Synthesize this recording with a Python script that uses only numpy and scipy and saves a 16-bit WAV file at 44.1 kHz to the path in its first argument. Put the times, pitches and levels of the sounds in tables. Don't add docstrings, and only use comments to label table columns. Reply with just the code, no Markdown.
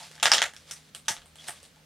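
import sys
import numpy as np
from scipy import signal
from scipy.fft import rfft, irfft, next_fast_len
from scipy.io import wavfile
from scipy.ndimage import uniform_filter1d, map_coordinates

SR = 44100
rng = np.random.default_rng(int(sys.argv[2]) if len(sys.argv) > 2 else 0)


def volts_from_decibels(level):
    exponent = np.asarray(level, float) / 20
    return 10 ** exponent


def inscribe(sig):
    pcm = np.round(np.clip(np.atleast_2d(sig).T, -1, 1) * 32767)
    wavfile.write(sys.argv[1], SR, pcm.astype(np.int16))


N = 81585


def unit(x):
    return x / np.sqrt(np.mean(x ** 2) + 1e-20)


def along(points, hz):
    point_hz, value = np.transpose(points)
    return np.interp(np.log(hz + 1), np.log(point_hz + 1), value)


def wobble(rate_hz):
    knots = rng.standard_normal(int(N * rate_hz / SR) + 4)
    return map_coordinates(knots, [np.arange(N) * rate_hz / SR])


def pair(unrelated, spectrum, alike):
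    length = unrelated.shape[1]
    size = next_fast_len(length + 4096)
    hz = np.fft.rfftfreq(size, 1 / SR)
    turn = np.arccos(np.clip(along(alike, hz), -1, 1)) / 2
    coloured = rfft(unrelated, size) * volts_from_decibels(along(spectrum, hz))
    mid, side = irfft(coloured * [np.cos(turn), np.sin(turn)], size)[:, :length]
    return np.array([mid + side, mid - side])


def causal(gain_db):
    cepstrum = irfft(np.log(volts_from_decibels(np.maximum(gain_db, -80))))
    half = len(cepstrum) // 2
    cepstrum[1:half] *= 2
    cepstrum[half + 1:] = 0
    return irfft(np.exp(rfft(cepstrum)))


# start_s, relative_level_db, then boost_db of each of the four RINGS
SNAPS = [ (.1140, -31.5, 2.5, 5, 4.5, 8.5), (.1530, -33, 10, 1, 6, 9), (.1620, -38.5, 10, 1.2, 2, 3),
         (0.179, -33, -3.5, 12.5, -13, -26), (.1990, -27, -12, 2, -2, -6), (0.2278, -4.5, 5, 3.5, -1, 10),
         (0.2302, -1.5, -10, -5.5, -8.5, 2), (.2385, -17, 1, -3, -12, -17), (0.2558, 2, 3.5, 7.5, 2, -5),
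         (0.3169, 5, 7.5, 10.5, 15, 2), (0.3363, 0, -2.3, -7.5, -6, -0.5),
         (.3431, -8, -23.5, -9.5, -1.5, -20), (.3816, -5.5, -6, 2.5, -2, -29), (0.4182, 0, 1, 7.5, -4, -2),
         (0.536, -30.5, 5, 9, .1, 10.5), (0.5644, -28, -22, 2, 6, 5), (.6770, -40.5, 1, -27, 2, -13),
         (0.7106, -18.5, -5, 5.5, 12.5, 16.5), (0.7134, -20.5, -8.5, 0, 12, 12.5),
         (.9484, -20.5, -7.5, -4, -5, 11), (1.0515, -43, -12, -8, -3, -3), (1.0575, -39, -12, -6, .1, 10),
         (1.0816, -19, -1, -10, -1, 5), (1.0829, -6, -1, 7.5, 10.5, 4.5),
         (1.0857, -8.5, -15.5, 0, 3.5, 11.5), (1.1092, -20.5, 15, 16, 12.5, 12),
         (1.1655, -26.5, -3, 3, -7, -15.5), (1.2180, -37, 2, 1, -14, 0),
         (1.2584, -36.5, 12.5, 1.5, -15, 19.5), (1.3564, -32.5, 2.5, 1.5, -4, 12.5),
         (1.4768, -32.5, -28, -41, -2, 16), (1.4814, -18.5, -11, -2, 3, 22.5),
         (1.4845, -16, 5.5, 9.5, 0, 12), (1.6298, -32, -7, -14.5, 4, 18), (1.651, -38, 3, -19, -6, 9),
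         (1.7600, -40, 17.5, 6.5, -11.5, 9)]
# freq_hz, correlation
NEAR_ALIKE = [(60, 0.56), (180, 1), (550, 0.99), (1650, 1), (4970, 0.91), (15000, 0.039)]


def snaps():
    level_offset_db, room_db = -3.5, -2.5
    out = np.zeros((2, N + SR))
    for start_s, level_db, *rings_db in SNAPS:
        colour = card_colour(start_s, rings_db)
        colour = 4 * volts_from_decibels(level_db + level_offset_db) * colour / np.linalg.norm(colour)
        heard = near_bursts(volts_from_decibels(room_db) * room())
        heard = signal.fftconvolve(heard, colour[None], axes=1)
        out[:, round(start_s * SR):][:, :heard.shape[1]] += heard
    return pair(out[:, :N], [(100, 0.022)], NEAR_ALIKE)


# freq_hz, density_db
CARD = [(90, -34.5), (200, -22), (340, -24.5), (575, -8), (640, -8.5), (700, -2), (780, -11), (865, 0),
        (990, -14), (1150, -3.5), (1800, -6), (2500, -6.5), (3300, -4.5), (4200, -7.5), (5500, -9),
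        (7200, -9.5), (8800, -13.5), (11000, -19.5), (15700, -37)]
# freq_hz, half_width_octaves
RINGS = [(820, .33), (1800, .25), (5600, .15), (8900, .18)]
# time_s, pitch_factor
BEND = [(.26, .9), (.32, .93), (.42, .9), (.71, 1.05), (1.08, 1.08), (1.48, .95)]


def card_colour(start_s, rings_db):
    top_share = 0.81
    hz = np.fft.rfftfreq(2048, 1 / SR)
    pitch_factors = [1, 1, np.interp(start_s, *np.transpose(BEND)), 1]
    bumps = []
    for (ring_hz, octaves), factor in zip(RINGS, pitch_factors):
        distance_octaves = np.log2((hz + 1) / ring_hz / factor)
        bumps.append(np.exp(-(distance_octaves / octaves) ** 2 / 2))
    bumps[-1] = np.maximum(bumps[-1], top_share * (hz > RINGS[-1][0]))
    return causal(along(CARD, hz) + rings_db @ np.array(bumps))


# delay_s, level_db
ECHOES = [(.0065, -7), (.0114, -10)]
# freq_hz, gain_db
NEAR = [(1200, -2), (2400, -4), (3300, 4), (4400, -4), (5600, 2), (7000, -3), (12000, -4)]


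def near_bursts(heard):
    t60_s, rise_s = .0062, .0008
    t = np.arange(256) / SR
    near = rfft(causal(along(NEAR, np.fft.rfftfreq(len(t), 1 / SR))))
    envelope = volts_from_decibels(-60 * t / t60_s) * (1 - np.exp(-t / rise_s))
    burst = rfft(rng.standard_normal((len(ECHOES) + 1, 2, len(t))) * envelope)
    even = burst / np.sqrt(uniform_filter1d(np.abs(burst) ** 2, size=9))
    copies = irfft(near * even)
    for (delay_s, echo_db), copy in zip([(0, 0), *ECHOES], copies):
        heard[:, round(delay_s * SR):][:, :len(t)] += volts_from_decibels(echo_db) * copy
    return heard


# freq_hz, t60_s
ROOM = [(300, 0.28), (800, 0.18), (2000, 0.17), (5500, 0.18), (14000, 0.19)]


def room():
    rise_s, lumps_start_db, lumps_fade_s = .01, 4, .06
    hz, t, z = signal.stft(rng.standard_normal((2, SR // 3)), SR, nperseg=256)
    decay = volts_from_decibels(-60 * t / along(ROOM, hz)[:, None])
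    tail = signal.istft(z * decay, SR, nperseg=256)[1]
    t = np.arange(tail.shape[1]) / SR
    lumps_db = lumps_start_db * np.exp(-t / lumps_fade_s) * wobble(500)[:len(t)]
    tail = tail * (1 - np.exp(-t / rise_s)) * volts_from_decibels(lumps_db)
    return tail / np.linalg.norm(tail[0])


# time_s, level_db
RUB = [
    [(0, -45.5), (.05, -45.5), (.1, -54), (.14, -55.5), (.2, -62)],
    [(.6, -63), (.654, -64), (.678, -54), (.708, -51.5)],
    [(.76, -49.5), (.82, -62.5), (.9, -63)],
    [(1.375, -60), (1.395, -53.5), (1.43, -51.5), (1.46, -53), (1.482, -42)],
    [(1.52, -50), (1.58, -58), (1.66, -58), (1.72, -76)],
]
# freq_hz, density_db
RUB_COLOUR = [(180, -53), (350, -19.5), (611, -7), (880, -7.5), (1000, -10), (1330, -10), (1880, -7),
              (3300, -6), (4300, -5), (6500, -9), (10000, -12), (15700, -32)]


def rubbing():
    t = np.arange(N) / SR
    stroke = sum(volts_from_decibels(np.interp(t, *np.transpose(rows), left=-120, right=-120)) for rows in RUB)
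    lumps = volts_from_decibels(1.45 * wobble(49.0) + 1.8 * wobble(420))
    noise = unit(pair(rng.standard_normal((2, N)), RUB_COLOUR, NEAR_ALIKE))
    return uniform_filter1d(stroke, size=300) * lumps * noise


# start_s, length_s, level_db, centre_hz, width_hz
SCRAPES = [ (.424, .04, -36, 1900, 300), (.258, .022, -30, 1800, 350), (1.482, .035, -47, 8800, 900),
           (1.383, .065, -51, 3300, 300), (1.56, .04, -60, 3400, 500), (.002, .05, -51, 870, 110),
           (.001, .045, -55, 710, 90), (1.484, .04, -47, 700, 70), (1.5, .05, -58, 1150, 80),
           (1.084, .04, -40, 875, 70), (.246, .01, -30, 3400, 500)]


def scrapes():
    out, t = np.zeros(N), np.arange(N) / SR
    for start_s, length_s, level_db, centre_hz, width_hz in SCRAPES:
        band_hz = [centre_hz - width_hz / 2, centre_hz + width_hz / 2]
        sos = signal.butter(2, band_hz, "band", fs=SR, output="sos")
        ring = signal.sosfilt(sos, rng.standard_normal(N))
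        progress = np.clip((t - start_s) / length_s, 0, 1)
        out += volts_from_decibels(level_db) * unit(ring) * np.sin(np.pi * progress ** .5)
    return out


# start_s, envelope_peak_db, pitch_hz
THUMPS = [(0.251, -42, 143), (.31, -61, 45), (0.328, -44.5, 153.6), (0.414, -54, 120), (1.103, -50, 112),
          (1.106, -45.5, 197), (1.099, -44.5, 337), (1.172, -59, 44.9), (0.109, -49, 486),
          (1.484, -51, 151), (1.49, -47, 360), (1.629, -53, 524)]


def thumps():
    cycles = 3.5
    out, t = np.zeros(N + SR), np.arange(SR // 4) / SR
    for start_s, peak_db, pitch_hz in THUMPS:
        u = t * pitch_hz / cycles * 4
        envelope = np.e * u * np.exp(-u)
        out[round(start_s * SR):][:len(t)] += volts_from_decibels(peak_db) * envelope * np.sin(2 * np.pi * pitch_hz * t)
    return out[:N]


# freq_hz, density_db
HISS = [(15, -50.5), (30, -14.5), (60, -7.5), (165, -6), (261, -5.5), (351, -14), (500, -9.5), (800, -18),
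        (1000, -19), (1300, -15), (2190, -16), (3300, -15.5), (4300, -17), (8000, -22.5), (15700, -27)]
# freq_hz, correlation
HISS_ALIKE = [(60, 0.92), (180, 0.82), (550, 0.74), (1650, 0.4), (4970, 0.72), (15000, -0.59)]
# freq_hz, mean_level_db
HUM = [(77.5, -71), (155, -67)]


def background():
    hiss_db, waver_db = -59.5, 3
    t = np.arange(N) / SR
    hum = np.zeros(N)
    for freq_hz, level_db in HUM:
        level = np.sqrt(2) * volts_from_decibels(level_db + waver_db * wobble(8.22))
        hum += level * np.sin(2 * np.pi * (freq_hz * t + rng.random()))
    hiss = unit(pair(rng.standard_normal((2, N)), HISS, HISS_ALIKE))
    return volts_from_decibels(hiss_db) * hiss + hum


def scene():
    left_db = -0.21
    mix = snaps() + rubbing() + scrapes() + thumps() + background()
    return mix * volts_from_decibels([[left_db], [-left_db]])


def top_cut(x):
    return signal.sosfilt(signal.butter(12, 15830, fs=SR, output="sos"), x)


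def record(dry):
    mix = np.clip(dry, -1, 1)
    return top_cut(mix)


dry = scene()
out = record(dry)
inscribe(out)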